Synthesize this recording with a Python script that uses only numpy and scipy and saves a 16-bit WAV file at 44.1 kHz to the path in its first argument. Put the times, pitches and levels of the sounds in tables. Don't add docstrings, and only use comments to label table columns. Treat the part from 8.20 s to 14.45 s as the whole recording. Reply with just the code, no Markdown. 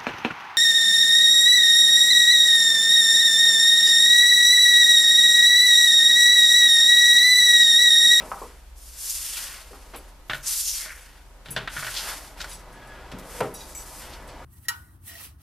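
import sys
import numpy as np
from scipy import signal
from scipy.fft import rfft, irfft, next_fast_len
from scipy.io import wavfile

SR = 44100
rng = np.random.default_rng(int(sys.argv[2]) if len(sys.argv) > 2 else 0)


def store_pcm(level_fs):
    pcm = np.round(np.clip(level_fs, -1, 1) * 32767).astype(np.int16)
    wavfile.write(sys.argv[1], SR, np.atleast_2d(pcm).T)


N = 275536
TIME = np.arange(N) / SR
HIT = TIME[:SR // 3]


def amp(db):
    return 10 ** (np.asarray(db) / 20)


def unit(x):
    return x / np.sqrt(np.mean(x ** 2) + 1e-20)


def along(points, hz):
    f, v = np.transpose(points)
    return np.interp(np.log(hz + 1), np.log(f + 1), v)


def curves(rows):
    s, *cols = np.transpose(rows)
    return [np.interp(TIME, s, c) for c in cols]


def wobble(rate):
    knots = np.clip(rng.standard_normal(16384), -2.5, 2.5)
    fine = signal.resample(knots, 4 * len(knots))
    return np.interp(TIME * rate, np.linspace(0, len(knots), len(fine)), fine)


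def filtered(x, response):
    n = x.shape[-1]
    m = next_fast_len(n + 1024, True)
    return irfft(rfft(x, m) * response(np.fft.rfftfreq(m, 1 / SR)), m)[..., :n]


def causal(gain):
    cepstrum = irfft(np.log(np.maximum(gain, 1e-6)))
    half = len(cepstrum) // 2
    cepstrum[1:half] *= 2
    cepstrum[half + 1:] = 0
    return np.exp(rfft(cepstrum))


def resonances(modes, hz):
    power = 0
    for centre, width, db in modes:
        damping = hz * width
        power = power + (amp(db) * damping) ** 2 / ((centre * centre - hz * hz) ** 2 + damping ** 2)
    return np.sqrt(power)


def band(hz, centre_hz, octaves):
    return 1 / (1 + np.abs(np.log2((hz + 1) / centre_hz) / octaves) ** 2.7)


# (pitch_hz, t60_s)
ROOM_DECAY = [(120, 0.6), (500, 0.35), (1500, 0.28), (4000, 0.23), (12000, 0.092)]


def garage():
    hz, t, z = signal.stft(rng.standard_normal((2, len(HIT))), SR, nperseg=256)
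    decay = amp(-60 * t / along(ROOM_DECAY, hz)[:, None])
    tail = signal.istft(z * decay, SR, nperseg=256)[1][:, :len(HIT)]
    return tail / np.linalg.norm(tail[0])


def noise(spectrum, grain=1):
    source = grain * rng.standard_normal((2, N))
    echoes = signal.oaconvolve(source, garage()[:, :SR // 10], axes=1)[:, :N]
    return unit(filtered(source + .5 * echoes, lambda hz: amp(along(spectrum, hz))))


def blow(colour, rattle_db, rattle_t60, room_db):
    rattle = rng.laplace(size=(2, len(HIT))) * amp(-60 * HIT / rattle_t60)
    force = amp(rattle_db) * rattle / np.linalg.norm(rattle[0])
    force[0, 0] += 1
    echo_s = rng.uniform(.001, .007, size=4)
    force[0, np.round(echo_s * SR).astype(int)] += rng.normal(0, .42, size=4)
    force = force / np.linalg.norm(force[0]) + amp(room_db) * garage()
    return filtered(force, lambda hz: causal(colour(hz)))


def add(track, s, db, hit):
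    part = track[:, max(round(s * SR), 0):][:, :len(HIT)]
    part += amp(db) * hit[:, :part.shape[1]] / np.std(hit[0, :SR // 50])


# (time_s, level_db)
AIR_LEVEL = [(0, -44.5), (.45, -64.5), (1.2, -65.5), (1.7, -55.5), (2.4, -65), (3.2, -59.5), (3.5, -55),
             (5.2, -48), (5.55, -52), (6.25, -46.5)]
# (time_s, pitch_hz, level_db)
DISTANT_ENGINE = [(2, 50, -77.5), (4.5, 58, -61), (5.3, 63, -64), (6.25, 68, -54)]
# (pitch_hz, level_db)
MACHINE_HUM = [(41.2, -50), (122.3, -71.5)]
# (pitch_hz, density_db)
AIR_COLOUR = [(60, 0), (130, 0), (450, 0), (700, -1.5), (950, 1), (1500, -5.5), (3000, -16.5),
              (14000, -31.5)]
# (pitch_hz, density_db)
RUMBLE_COLOUR = [(10, -18), (25, 12), (42, -7), (60, 7.5), (90, -28), (200, -50)]


def background():
    air_db, = curves(AIR_LEVEL)
    engine_hz, engine_db = curves(DISTANT_ENGINE)
    hum = np.zeros(N)
    for hz, db in MACHINE_HUM:
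        level = amp(db + 2.3 * wobble(11))
        hum += level * np.sin(2 * np.pi * hz * TIME + 0.36 * wobble(1.7))
    engine = amp(engine_db + 5.4 * wobble(4.6)) * np.sin(2 * np.pi * np.cumsum(engine_hz) / SR)
    air = amp(air_db + 3.5) * noise(AIR_COLOUR)
    rumble = amp(-53.5) * noise(RUMBLE_COLOUR)
    tones = np.sqrt(2) * np.array([hum + engine, np.zeros(N)])
    return air + rumble + tones


# (start_s, length_s, level_db, pitch_hz)
HEAD_SQUEAKS = [(4.53, .36, -49.5, 1670), (4.697, 0.19, -53, 1410)]


def squeaks():
    slow_share, fast_share = 0.011, 0.0246
    track = np.zeros((2, N))
    for start, length, db, hz in HEAD_SQUEAKS:
        swell = np.sin(np.pi * np.clip((TIME - start) / length, 0, 1))
        pitch_hz = hz * (1 + slow_share * wobble(14) + fast_share * wobble(260))
        phase = 2 * np.pi * np.cumsum(pitch_hz) / SR
        tone = np.sin(phase) + amp(-16) * np.sin(2 * phase)
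        track[0] += swell * amp(db + 3.4 * wobble(45)) * tone
    return track


# (peak_s, level_db, centre_hz, width_octaves, rise_per_20_db_s, fall_t60_s)
BROOM_SCUFFS = [(0.9, -26.5, 8000, 0.95, 0.017, 0.11), (1.182, -40, 3000, 0.47, 0.13, 0.12),
                (1.749, -46, 2580, .8, 0.022, .22), (2.155, -41.5, 9100, 3.3, 0.085, 0.28),
                (2.275, -28.5, 6250, 0.48, 0.037, 0.093), (2.48, -31, 5900, 0.26, 0.071, 0.55),
                (2.61, -42.5, 1940, 0.29, 0.022, 0.39), (2.702, -39, 1800, 0.45, 0.053, 0.39),
                (3.776, -28, 3880, 0.63, 0.044, 0.18), (3.895, -36, 1100, 1.03, 0.18, 0.45),
                (4.207, -34.5, 3880, 0.82, 0.014, 0.15), (4.2438, -36, 4000, 1.3, .001, 0.035),
                (4.917, -44, 3430, 0.7, .002, 0.062), (4.987, -44.5, 8000, 4.5, .003, 0.17),
                (5.2, -45.5, 486, 0.13, 0.35, 0.67), (5.206, -32.5, 5960, 1.7, 0.0023, 0.031),
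                (5.94, -44.5, 3630, 0.78, 0.042, 0.11)]


def scuffs():
    track = np.zeros((2, N))
    lead = SR * 4 // 5
    t = TIME[:2 * lead] - lead / SR
    for s, db, centre_hz, octaves, rise, t60 in BROOM_SCUFFS:
        white = rng.standard_normal((2, len(t)))
        rub = unit(filtered(white, lambda hz: band(hz, centre_hz, octaves)))
        swell = amp(db + np.minimum(20 * t / rise, -60 * t / t60))
        part = track[:, round(s * SR) - lead:][:, :len(t)]
        part += (rub * swell)[:, :part.shape[1]]
    return track * amp(2.06 * wobble(350))


# (start_s, level_db, centre_hz, width_octaves, rattle_db)
BROOM_BUMPS = [(0.002, -40, 1300, 2.2, 6), (0.022, -41, 450, 1.2, 6), (0.1168, -29.5, 965, 0.62, -13),
               (0.169, -45, 1250, 0.3, 4), (0.2165, -40, 410, 0.67, 3), (0.2172, -38, 980, 0.35, 12),
               (1.509, -47.5, 341, 0.52, 5), (1.532, -47.5, 1000, .85, 12), (1.737, -40, 810, 1.5, 18.5),
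               (1.748, -43, 480, 0.62, 12), (3.305, -42.5, 200, 0.77, -5), (3.318, -49.5, 420, 0.76, 10),
               (3.372, -34.5, 306, 4.9, 7), (3.559, -48.5, 118, 0.66, 10), (4.918, -41, 806, 4.5, 0),
               (4.935, -38, 240, 0.82, 5), (5.2057, -25.5, 700, 1.46, 0.5), (5.2112, -24, 484, 0.76, -0.5),
               (5.214, -35.5, 172, 0.93, -1)]
# (pitch_hz, width_hz, gain_db)
BODY_MODES = [(130, 28, 8), (186, 18, 5.5), (262, 16, 4.5), (330, 53, -4.5), (403, 36, 3), (472, 85, 1.5),
              (629, 39, 1.5), (787, 17, 3.5), (905, 30, -1), (1015, 170, -2.5), (1273, 170, -0.5),
              (2450, 1800, -5.5)]


def bumps():
    track = np.zeros((2, N))
    for s, db, centre_hz, octaves, rattle_db in BROOM_BUMPS:
        body = lambda hz: resonances(BODY_MODES, hz) * band(hz, centre_hz, octaves)
        add(track, s, db, blow(body, rattle_db, rattle_t60=0.23, room_db=-4.5))
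    return track


def chime(modes, colour, clash):
    swing_per_s = 110
    ring = np.zeros(len(HIT))
    for hz, db, t60 in modes:
        flutter = np.interp(HIT * swing_per_s, np.arange(128), rng.standard_normal(128))
        level_db = db + rng.standard_normal() + 3 * flutter - 60 * HIT / t60
        phase = 2 * np.pi * hz * HIT + .7 * np.roll(flutter, SR // 20)
        ring += colour(hz) * amp(level_db) * np.sin(phase)
    chatter = rng.laplace(size=len(HIT)) * amp(-60 * HIT / 0.036) * np.std(ring[:SR // 100])
    ring += clash * filtered(chatter, lambda hz: colour(hz) * hz / (hz + 5000))
    return ring[None]


# (start_s, level_db, brightest_hz)
TAG_CLINKS = [(1.76, -43.5, 11900), (2.81, -53, 8350), (3.306, -37.5, 11200), (3.312, -39, 10400),
              (4.293, -45.5, 8600), (4.315, -45, 5400), (4.331, -43.5, 8700), (4.527, -58.5, 8750),
              (4.673, -59, 8500), (5.3404, -40.5, 11900), (5.346, -44, 6000), (5.375, -50.5, 5170),
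              (5.407, -45, 4240), (6.075, -54.5, 8900)]
# (start_s, level_db)
RING_PINGS = [(0.215, -55), (5.55, -35.5), (5.574, -43)]
# (pitch_hz, level_db, t60_s)
TAG_MODES = [(2476, 7, 0.22), (3480, -2, .22), (3850, 7, 0.19), (4750, 0.5, 0.23), (5695, 3, 0.12),
             (6480, 3.5, 0.16), (7740, 0, 0.12), (7880, 1.5, 0.11), (8900, -2, 0.11), (9730, 2, .1),
             (10160, 2, 0.12), (10820, 2.5, .09), (12700, 2.5, .09), (13980, 1, .08)]
# (pitch_hz, level_db, t60_s)
RING_MODES = [(2285, -12, 0.074), (6056, -12, 0.3), (7074, -8, .11), (7757, 0.5, 0.22), (9512, -18, 0.28),
              (13260, -9, 0.23)]


def collar():
    track = np.zeros((1, N))
    for s, db, bright_hz in TAG_CLINKS:
        add(track, s, db, chime(TAG_MODES, lambda hz: band(hz, bright_hz, octaves=0.49), clash=1.8))
    for s, db in RING_PINGS:
        add(track, s, db, chime(RING_MODES, np.ones_like, clash=0.28))
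    direct = np.vstack([track, np.zeros(N)])
    room = signal.oaconvolve(np.vstack([track, track]), garage(), axes=1)[:, :N]
    return amp(-2.5) * direct + amp(-2.5) * room


# (start_s, level_db, low_knock_db, treble_db, rattle_db)
HEAD_CLACKS = [(2.0976, -28, -5.5, -6, 45), (2.134, -29.5, -4, -1.5, 1), (2.658, -42.5, -6, -28, 5),
               (3.2596, -44, 5, 2, 8), (3.286, -41.5, 19, 3, 4), (3.3638, -26.5, -6, 0, 18),
               (3.4755, -30.5, -11, -4.5, 4), (3.5665, -31.5, -21, -12, -5), (3.5785, -37.5, -15, -10, -12),
               (3.594, -39.5, -13, -9, -5), (3.6267, -33.5, -11, -20, -4), (3.6467, -35.5, -4, -4, -2),
               (3.6676, -34.5, -16, -13, 3), (3.68, -36.5, -27, -7, 6), (4.2044, -38.5, -16, -13, 10),
               (4.2438, -38.5, -2, -13, -14)]
# (pitch_hz, width_hz, gain_db)
HEAD_MODES = [(628, 31, -1.5), (1020, 1200, -10.5), (1478, 133, 0.5), (1780, 130, -2.5), (2250, 67, -5.5),
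              (2670, 220, -12), (3050, 430, -8), (3550, 600, -6.5)]


def clacks():
    hard_db, rebound_s, rebound_loss_db = -30.3, .0125, 6
    track = np.zeros((2, N))
    for s, db, knock_db, treble_db, rattle_db in HEAD_CLACKS:
        tilt = [(600, knock_db / 2), (1400, 0), (2000, 0.0069), (3500, treble_db),
                (4200, treble_db), (5200, treble_db - 4.0), (14000, treble_db - 12)]
        handle = lambda hz: resonances([(132.0, 21.0, knock_db)], hz)
        wood = lambda hz: resonances(HEAD_MODES, hz) * amp(along(tilt, hz)) + handle(hz)
        add(track, s, db, blow(wood, rattle_db, rattle_t60=.06, room_db=-7))
        if db > hard_db:
            rebound = blow(wood, rattle_db=6, rattle_t60=.075, room_db=-7)
            add(track, s + rebound_s, db - rebound_loss_db, rebound)
    return track


def stroke(start, attack, length, release, sag_db, darken_db):
    t = np.maximum(TIME - start, 0)
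    progress = t / length
    landing = np.minimum(t / attack, 1) ** 0.47
    sag = -sag_db * np.minimum(progress, 1)
    lift = -60 * np.maximum(t - length, 0) / release
    gain = landing * amp(sag + lift)
    bend_db = darken_db * np.minimum(progress, 1.3)
    return gain * np.array([np.ones(N), amp(bend_db), amp(2.74 * bend_db)])


# (start_s, attack_s, length_s, release_t60_s, hiss_db, sag_db, scrape_db, drag_db, darkening_db)
BROOM_STROKES = [(0, .1, 0.21, 1, -48.5, 2, -12.5, -20, 5.5),
                 (0.551, 0.12, 0.32, 0.36, -49, -3.5, -11.5, -24.5, 7),
                 (0.776, 0.15, 0.46, 0.72, -29.5, 5, -13.5, -31, 9),
                 (1.4, 0.069, 0.49, 0.48, -52.5, 7.5, -2.5, -4, 0),
                 (2.228, 0.014, 0.037, .3, -41, -3, -12, -9.5, 1.5),
                 (2.256, 0.028, 0.13, 0.94, -26.5, -0.5, -9.5, -17, -2),
                 (2.42, 0.034, 0.2, 0.32, -27.5, 5.5, -12, -33, 7.5),
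                 (2.757, 0.026, 0.22, 0.4, -58, 4, 0.5, 5.5, 0),
                 (3.249, .01, 0.19, 0.39, -58.5, 2, 0.5, 5, 3),
                 (3.491, 0.1, 0.42, 0.66, -41, -4.5, -2, -3, -0.5),
                 (4.161, 0.033, 0.18, 0.32, -53, -6, 2, 7.5, -4),
                 (4.42, 0.36, 0.71, 0.72, -64.5, 8.5, 5.5, 12, 2),
                 (5.024, 0.075, 0.16, 0.49, -50.5, -7.5, -8.5, -5, 0.5),
                 (5.327, 0.051, 0.49, 0.75, -50, -4.5, -7.5, -9, -1),
                 (5.789, 0.054, 0.16, 0.37, -57.5, 6, 8.5, 11.5, 1),
                 (6.077, 0.03, 0.11, 0.43, -65, 15, 15, 11.5, 2)]
# (pitch_hz, density_db)
TIPS_COLOUR = [(1500, -51), (3500, -14.5), (5500, -3), (8300, -2), (9600, -0.5), (11500, -2.5),
               (14400, -8.5)]
# (pitch_hz, density_db)
SCRAPE_COLOUR = [(900, -45), (2000, -8), (2700, -1), (3900, 1.5), (4800, 1.5), (5800, -2.5), (7500, -14),
                 (12000, -39)]
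# (pitch_hz, density_db)
GRIT_COLOUR = [(200, -15), (600, -11.5), (1000, -6), (1400, -1), (1900, -2.5), (2500, -5), (3500, -7),
               (7000, -38)]


def bristles():
    gains = np.zeros((3, N))
    for start, attack, length, release, db, sag_db, scrape_db, drag_db, darken_db in BROOM_STROKES:
        levels = amp([[db], [db + scrape_db], [db + drag_db]])
        shape = stroke(start, attack, length, release, sag_db, darken_db)
        gains = np.maximum(gains, levels * shape)
    tufts = amp(1.38 * wobble(60) + 0.65 * wobble(450))
    grit = wobble(1100)
    hiss = amp(-0.06) * gains[0] * noise(TIPS_COLOUR, tufts)
    scrape = amp(-1.5) * gains[1] * noise(SCRAPE_COLOUR, tufts * amp(2 * grit))
    drag = amp(-0.46) * gains[2] * noise(GRIT_COLOUR, tufts * amp(1.8 * grit))
    return hiss + scrape + drag


# (pitch_hz, side_db)
STEREO_SPREAD = [(50, -21), (500, -22), (1400, -23), (2900, -21), (3900, -14), (5200, -7), (9000, -4.8),
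                 (14000, -4.8)]
# (pitch_hz, density_db)
HISS_COLOUR = [(60, 14), (250, 7), (800, 2.5), (2500, 1.5), (14000, -6)]


def scene():
    mid, side = background() + squeaks() + scuffs() + bumps() + collar() + clacks() + bristles()
    side = filtered(side, lambda hz: amp(along(STEREO_SPREAD, hz)))
    white = rng.standard_normal((2, N))
    hiss = amp(-57.5) * unit(filtered(white, lambda hz: amp(along(HISS_COLOUR, hz))))
    balance = amp([[.25], [-.25]])
    return np.array([mid + side, mid - side]) * balance + hiss


def record(dry):
    return filtered(dry, lambda hz: hz < 14450)


dry = scene()
out = record(dry)
store_pcm(out)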